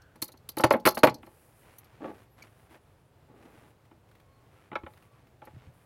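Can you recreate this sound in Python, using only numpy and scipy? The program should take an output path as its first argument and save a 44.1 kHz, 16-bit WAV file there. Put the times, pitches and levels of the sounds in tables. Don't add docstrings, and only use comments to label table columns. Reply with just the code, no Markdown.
import numpy as np
from scipy import signal
from scipy.fft import rfft, irfft, next_fast_len
from scipy.ndimage import map_coordinates
import sys
import numpy as np
from scipy import signal
from scipy.fft import rfft, irfft, next_fast_len
from scipy.io import wavfile
from scipy.ndimage import map_coordinates

SR = 44100
rng = np.random.default_rng(int(sys.argv[2]) if len(sys.argv) > 2 else 0)


def transcribe(u):
    v = np.clip(np.atleast_2d(u).T, -1, 1)
    q = np.round(v * 32767).astype(np.int16)
    wavfile.write(sys.argv[1], SR, q)


N = 258280

# start_s, level_db, thud_relative_db, hardness_db, favoured_hz
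BLOWS = [(0.155, -59.5, 1.5, 1, 312), (0.221, -46.5, 5.5, 10, 457), (0.287, -57, -9, 1.5, 363),
         (0.338, -62.5, 4, 0.5, 832), (0.488, -60.5, 4, 14.5, 296.7), (0.57, -35, 0, -3, 317),
         (0.596, -28.5, -6, -7, 900), (0.636, -17, -5.5, 0, 470), (0.707, -16, -11.5, -5.5, 585),
         (0.735, -21.5, -7.5, -9, 590), (0.751, -33, 3, -10, 626), (0.852, -33.5, 1.5, 14, 1050),
         (0.859, -20, -2, 3, 590), (0.871, -21.5, -9, 1, 1210), (0.97, -31, -6.5, -1.5, 677),
         (1.0319, -12, -5.5, 0, 488.1), (1.04, -17.5, -3.5, -5, 522.2), (1.071, -26.5, -0.5, 3.5, 805),
         (1.084, -34, -5.5, 5, 521.3), (1.229, -55.5, 2, 7, 350), (1.266, -54, -1.5, -3, 354),
         (2.042, -37, -4, -9.5, 520), (2.707, -63, 5, -2, 367), (2.754, -57, -2, -6, 528),
         (3.912, -61, 2.5, 1, 375), (4.715, -46, -1.5, 0, 916), (4.728, -47, 1.5, 1, 835),
         (4.754, -34, -10, 5, 1130), (4.833, -53.5, 6.5, 1, 304), (4.863, -46, -8, 0.5, 871),
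         (5.417, -49, -10, -5.5, 800), (5.47, -49.5, -3.5, -5, 702)]
# pitch_hz, level_db, t60_s
HOUSING_MODES = [(131, -13.5, 0.11), (240.7, -5, 0.12), (335.4, -6, .14), (373.3, -9, .1),
                 (524, 2.5, 0.084), (557, -0.5, 0.1), (627, 0.5, 0.1), (706.5, -8.5, 0.11),
                 (782, -11.5, 0.2), (849, -4.5, 0.17), (938, -8, 0.096), (1046, -8.5, .08),
                 (1143, -10, 0.11), (1330, -2.5, 0.059), (1444, -11, .08), (1630, -16.5, 0.08),
                 (1735, -13.5, 0.065), (2155, -19, 0.081), (2409, -17, 0.064), (2800, -15.5, 0.0083),
                 (2996, -17.5, .07)]
# frequency_hz, density_db
CLATTER_SPECTRUM = [(88, -42), (150, -10.5), (182, -14), (337, -2), (426, -9.5), (502, -4.5), (609, -0.5),
                    (748, -7.5), (871, 2), (985, -11.5), (1370, -11.5), (1490, -14), (2160, -15.5),
                    (3680, -28.5), (4000, -30), (5200, -58), (8800, -120)]
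# start_s, level_db, sizzle_relative_db
TOUCHES = [(0.019, -67, -9), (0.157, -70, 1.5), (0.2183, -47.5, 8.5), (0.2231, -34, -1.5),
           (0.2406, -59.5, 15.5), (0.279, -55.5, 0.5), (0.3187, -59.5, -0.5), (0.373, -66, -7),
           (0.4893, -45, 3), (0.569, -50, 4), (0.5818, -42, 2), (0.6056, -45, -0.5), (0.6381, -33, -3),
           (0.7057, -40.5, -7.5), (0.7232, -46, 4), (0.7982, -63, -3), (0.854, -33.5, 1), (0.8605, -33, 3),
           (0.871, -30, 2), (0.8844, -32, 0), (0.9054, -47, -3), (0.946, -51, 1.5), (0.951, -52, 6),
           (0.9752, -44.5, -1.5), (0.9883, -47.5, -0.5), (1.033, -31, -3), (1.0443, -39, 2),
           (1.0694, -43.5, -4.5), (1.0954, -48.5, -12.5), (1.1424, -50.5, -7), (1.263, -69, 2),
           (1.7833, -62.5, 11), (1.8427, -69, 2), (2.423, -60, -6), (4.7536, -59.5, -13), (5.452, -69.5, 5)]
# pitch_hz, level_db
TOOL_MODES = [(4260, 2), (4480, -2.5), (4750, -5), (5140, -7), (6150, -8.5), (11000, -4.5), (11750, -3),
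              (12650, 0), (13200, -6.5)]
# frequency_hz, density_db
CRASH_SPECTRUM = [(1760, -30), (3000, -2.5), (3260, -2.5), (3550, -11), (4320, -0.5), (4540, -4),
                  (5800, -4.5), (6350, -7.5), (7400, -14.5), (8520, -13), (10700, -7), (12800, -6),
                  (16000, -17)]
# start_s, length_s, friction_db
TWISTS = [(2.002, .04, -40.5), (2.041, 0.061, -37.5), (3.278, 0.19, -58.5), (3.434, 0.25, -60.5)]
# frequency_hz, density_db
JUDDER_SPECTRUM = [(59, -43), (100, -28.5), (250, 2.5), (511, -4.5), (751, -11), (839, -1.5), (1010, -26),
                   (1150, -8.5), (1280, -20), (1620, -19.5), (8000, -54), (10400, -84), (17600, -120)]
# start_s, relative_level_db
HULL_BUMPS = [(0.643, -20.5), (1.107, -37.5), (4.838, -36), (5.537, -38), (5.565, -35.5), (5.673, -38)]
# centre_s, pitch_hz, level_db, half_length_s, waver_share
RUBBER_SQUEAKS = [(0.01, 1520, -62.5, 0.14, 0.11), (2.426, 2294, -45, 0.0047, 0.019),
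                  (4.341, 1090, -70, 0.14, .012), (4.35, 4280, -80.5, 0.059, .008),
                  (4.585, 1337, -65.5, 0.041, .03), (5.125, 1140, -70.5, 0.12, .03)]
# start_s, level_db
FLICKS = [(2.386, -57), (3.455, -60), (3.852, -61), (4.088, -61), (4.1125, -57.5), (4.151, -57),
          (4.199, -57), (4.935, -55.5), (4.973, -54), (5.023, -56), (5.269, -59)]
# frequency_hz, density_db
FLICK_SPECTRUM = [(200, -14), (700, -1), (1700, 0), (4000, -10), (7000, -20.5), (14000, -16)]
# start_s, length_s, rustle_db, hiss_db
ARM_STROKES = [(1.212, .56, -70.5, -68.5), (1.608, 0.61, -63.5, -80), (2.02, 0.22, -66, -72),
               (2.361, 0.11, -59, -72), (2.47, .2, -68.5, -74.5), (2.686, 0.076, -59, -69),
               (3.334, .1, -66, -79), (3.408, 0.3, -63.5, -73.5), (4.502, 0.18, -64.5, -76.5),
               (4.844, 0.22, -68.5, -74.5), (5.1, .12, -69, -82), (5.41, 0.27, -65, -83.5),
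               (5.721, 0.12, -68.5, -74.5)]
# frequency_hz, density_db
RUSTLE_SPECTRUM = [(90, -23), (200, -0.5), (500, -1), (1200, -4), (2500, -8.5), (4500, -20.5), (8000, -27),
                   (14000, -44.5)]
# frequency_hz, density_db
HISS_SPECTRUM = [(2350, -63), (4000, -16), (4840, -10), (6400, -11.5), (10100, 0.5), (13500, -4),
                 (15100, -9.5), (16000, -3)]
# frequency_hz, t60_s
BAY_DECAY = [(100, 0.51), (500, 0.26), (1500, 0.16), (4500, .15), (9000, .08), (14000, .07)]
# frequency_hz, density_db
AIR_SPECTRUM = [(20, -27.5), (45, -10), (80, -3), (120, -0.5), (200, -14), (500, -14.5), (750, -17.5),
                (1500, -25), (3000, -32), (6000, -39.5), (16000, -42)]


def housing_knocks():
    out, t = np.zeros(N), np.arange(SR // 3) / SR
    for start, db, thud_db, hardness_db, favoured_hz in BLOWS:
        age = t / (.7 * np.exp(-.025 * hardness_db))
        clatter = noise(CLATTER_SPECTRUM, len(t)) * fade(age, .067) * rise(t, .001)
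        modes = ring(HOUSING_MODES, age, scatter_db=2, favoured_hz=favoured_hz) * rise(t, .0028)
        blow = modes + amp(-5.5) * clatter
        spot_db = 5.5 * np.exp(-(np.log(favoured_hz / 1440) / .49) ** 2)
        thud = amp(thud_db) * band(blow, [50, 400])
        body = band(blow, [400, 1000])
        clack = amp(-5.5 + .55 * hardness_db + spot_db) * band(blow, [1100, 2200])
        edge = amp(-11.5 + hardness_db) * band(blow, [2200, 3900])
        add(out, start, amp(db) * (thud + body + clack + edge))
    return out


def tool_clinks(t60_s=.07):
    out, t = np.zeros(N), np.arange(SR // 6) / SR
    tool_modes = [(hz, db, t60_s) for hz, db in TOOL_MODES]
    for start, db, sizzle_db in TOUCHES:
        low_hz = 4280 * np.exp(.04 * rng.standard_normal())
        high_hz = 11800 * np.exp(.09 * rng.standard_normal())
        burst = noise(CRASH_SPECTRUM, len(t)) * fade(t, .032)
        crash = rough_contact(burst, dwell_s=.0016)
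        pings = amp(-9.5) * ring([(low_hz, 0, t60_s), (high_hz, 0, t60_s / 2)], t, scatter_db=.5)
        tool = amp(-5.5) * ring(tool_modes, t, scatter_db=3)
        touch = crash + (pings + tool) * rise(t, .0025)
        sizzle = amp(sizzle_db) * band(touch, 7500, "highpass")
        clink = amp(db) * (band(touch, [3600, 7500]) + sizzle)
        add(out, start, clink)
        add(out, start + rng.uniform(.012, .04), amp(-24.5) * clink)
    return out


def canister_judder(sag_db=4.5):
    friction, t = np.zeros(N), np.arange(N) / SR
    for start, length, db in TWISTS:
        progress = np.clip((t - start) / length, 0, 1)
        friction += amp(db - sag_db * progress) * gesture(start, length, attack_s=.0087, release_s=.026)
    return friction * coloured(slips(per_second=740, spread_db=1.5), JUDDER_SPECTRUM)


def hull_bumps():
    out, t = np.zeros(N), np.arange(SR // 4) / SR
    modes = [(81.6, 2.5, .12), (123, 5, .16), (150, -5.5, .12)]  # pitch_hz, level_db, t60_s
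    for start, db in HULL_BUMPS:
        add(out, start, amp(db - 3) * ring(modes, t, scatter_db=8.5) * rise(t, .00082))
    return out


def squeaks():
    out, t = np.zeros(N), np.arange(N) / SR
    for centre, hz, db, half_length, waver in RUBBER_SQUEAKS:
        phase = 2 * np.pi * np.cumsum(hz * (1 + waver * wobble(900))) / SR
        swell = np.exp(-((t - centre) / half_length) ** 2)
        out += amp(db) * swell * (np.sin(phase) + amp(-14) * np.sin(2 * phase))
    return out


def finger_flicks():
    out, t = np.zeros(N), np.arange(SR // 10) / SR
    for start, db in FLICKS:
        add(out, start, amp(db) * noise(FLICK_SPECTRUM, len(t)) * fade(t, .046) * rise(t, .0011))
    return out


def arm_rubbing():
    resting = (1.15, N / SR, -90, -88.5)
    starts, lengths, rustle_db, hiss_db = np.transpose(ARM_STROKES + [resting])[:, :, None]
    motion = gesture(starts, lengths, attack_s=.015, release_s=.019)
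    rustle_gain = np.linalg.norm(amp(rustle_db) * motion, axis=0)
    hiss_gain = np.linalg.norm(amp(hiss_db) * motion, axis=0)
    grains = unit(slips(per_second=700, spread_db=3)) + .5 * rng.standard_normal(N)
    rustle = coloured(grains, RUSTLE_SPECTRUM) * amp(.92 * wobble(25))
    hiss = noise(HISS_SPECTRUM, N) * amp(1.2 * wobble(15))
    return rustle_gain * rustle + hiss_gain * hiss


def whistle(start_s=2.19, length_s=.9, sink_s=.17):
    height = np.exp(-np.maximum(np.arange(N) / SR - start_s, 0) / sink_s)
    glide_hz = np.interp(height, [0, 1], [9850, 13500])
    pitch_hz = glide_hz * (1 + .035 * wobble(1500) + .02 * wobble(22))
    level_db = np.interp(height, [0, 1], [-87, -73.5]) + 4.5 * wobble(25.06)
    envelope = amp(level_db) * gesture(start_s, length_s, attack_s=.015, release_s=.03)
    return envelope * np.sin(2 * np.pi * np.cumsum(pitch_hz) / SR)


def bay_reverberation(x):
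    hz, t, spectra = signal.stft(rng.standard_normal(SR // 2), SR, nperseg=256)
    tail = signal.istft(spectra * fade(t, along(BAY_DECAY, hz)[:, None]), SR, nperseg=256)[1]
    response = np.pad(tail / np.linalg.norm(tail), (SR // 200, 0))
    return signal.fftconvolve(x, response)[:N]


def outdoor_air(level_db=-61):
    return amp(level_db + .8 * wobble(8.7)) * noise(AIR_SPECTRUM, N)


def ring(modes, age, scatter_db, favoured_hz=None):
    hz, db, t60 = np.transpose(modes)[:, :, None]
    if favoured_hz is not None:
        db = db + 6.5 * np.exp(-(np.log(hz / favoured_hz) / .24) ** 2)
    size = amp(db + scatter_db * rng.standard_normal(hz.shape))
    phase = 2 * np.pi * (hz * np.arange(len(age)) / SR + rng.random(hz.shape))
    return np.sum(size * fade(age, t60) * np.sin(phase), axis=0) / np.linalg.norm(size)


def rough_contact(response, dwell_s, count=24):
    size = len(response)
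    moments = np.minimum(dwell_s * rng.exponential(size=count) * SR, size - 1).astype(int)
    force = np.bincount(moments, rng.standard_normal(count), size)
    return signal.fftconvolve(response, force / np.linalg.norm(force))[:size]


def slips(per_second, spread_db):
    releases = rng.random(N) < per_second / SR
    return releases * amp(spread_db * rng.standard_normal(N)) * rng.choice([-1, 1], N)


def gesture(start, length, attack_s, release_s):
    age = np.maximum(np.arange(N) / SR - start, 0)
    return rise(age, attack_s) * np.exp(-np.maximum(age - length, 0) / release_s)


def rise(t, attack_s):
    return 1 - np.exp(-(t / attack_s) ** 2)


def fade(t, t60):
    return np.exp(-np.log(1000) * t / t60)


def band(x, edges_hz, kind="bandpass"):
    y = signal.sosfilt(signal.butter(3, edges_hz, kind, fs=SR, output="sos"), x)
    return y / np.sqrt(np.mean(y[:SR // 50] ** 2))


def coloured(x, spectrum):
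    size = next_fast_len(len(x) + 8192)
    gain = amp(along(spectrum, np.fft.rfftfreq(size, 1 / SR)))
    return unit(irfft(rfft(x, size) * gain, size)[:len(x)])


def noise(spectrum, size):
    return coloured(rng.standard_normal(size), spectrum)


def wobble(per_second):
    knots = rng.standard_normal(int(N * per_second / SR) + 4)
    return map_coordinates(knots, [np.arange(N) * per_second / SR])


def along(points, hz):
    frequencies, values = np.transpose(points)
    return np.interp(np.log(hz + 1), np.log(frequencies + 1), values)


def amp(db):
    return 10 ** (np.asarray(db) / 20)


def unit(x):
    return x / np.sqrt(np.mean(x ** 2) + 1e-20)


def add(track, start_s, sound):
    part = track[round(start_s * SR):][:len(sound)]
    part += sound[:len(part)]


def scene():
    work = housing_knocks() + tool_clinks() + canister_judder() + finger_flicks() + squeaks() + whistle()
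    reverberation = amp(-19.5) * bay_reverberation(work)
    return (work + reverberation + hull_bumps() + arm_rubbing() + outdoor_air())[None]


def record(dry, ceiling=.95, cutoff_hz=15900):
    rounded = dry / (1 + np.abs(dry / ceiling) ** 6) ** (1 / 6)
    return signal.sosfilt(signal.ellip(10, .1, 80, cutoff_hz, fs=SR, output="sos"), rounded)


dry = scene()
out = record(dry)
transcribe(out)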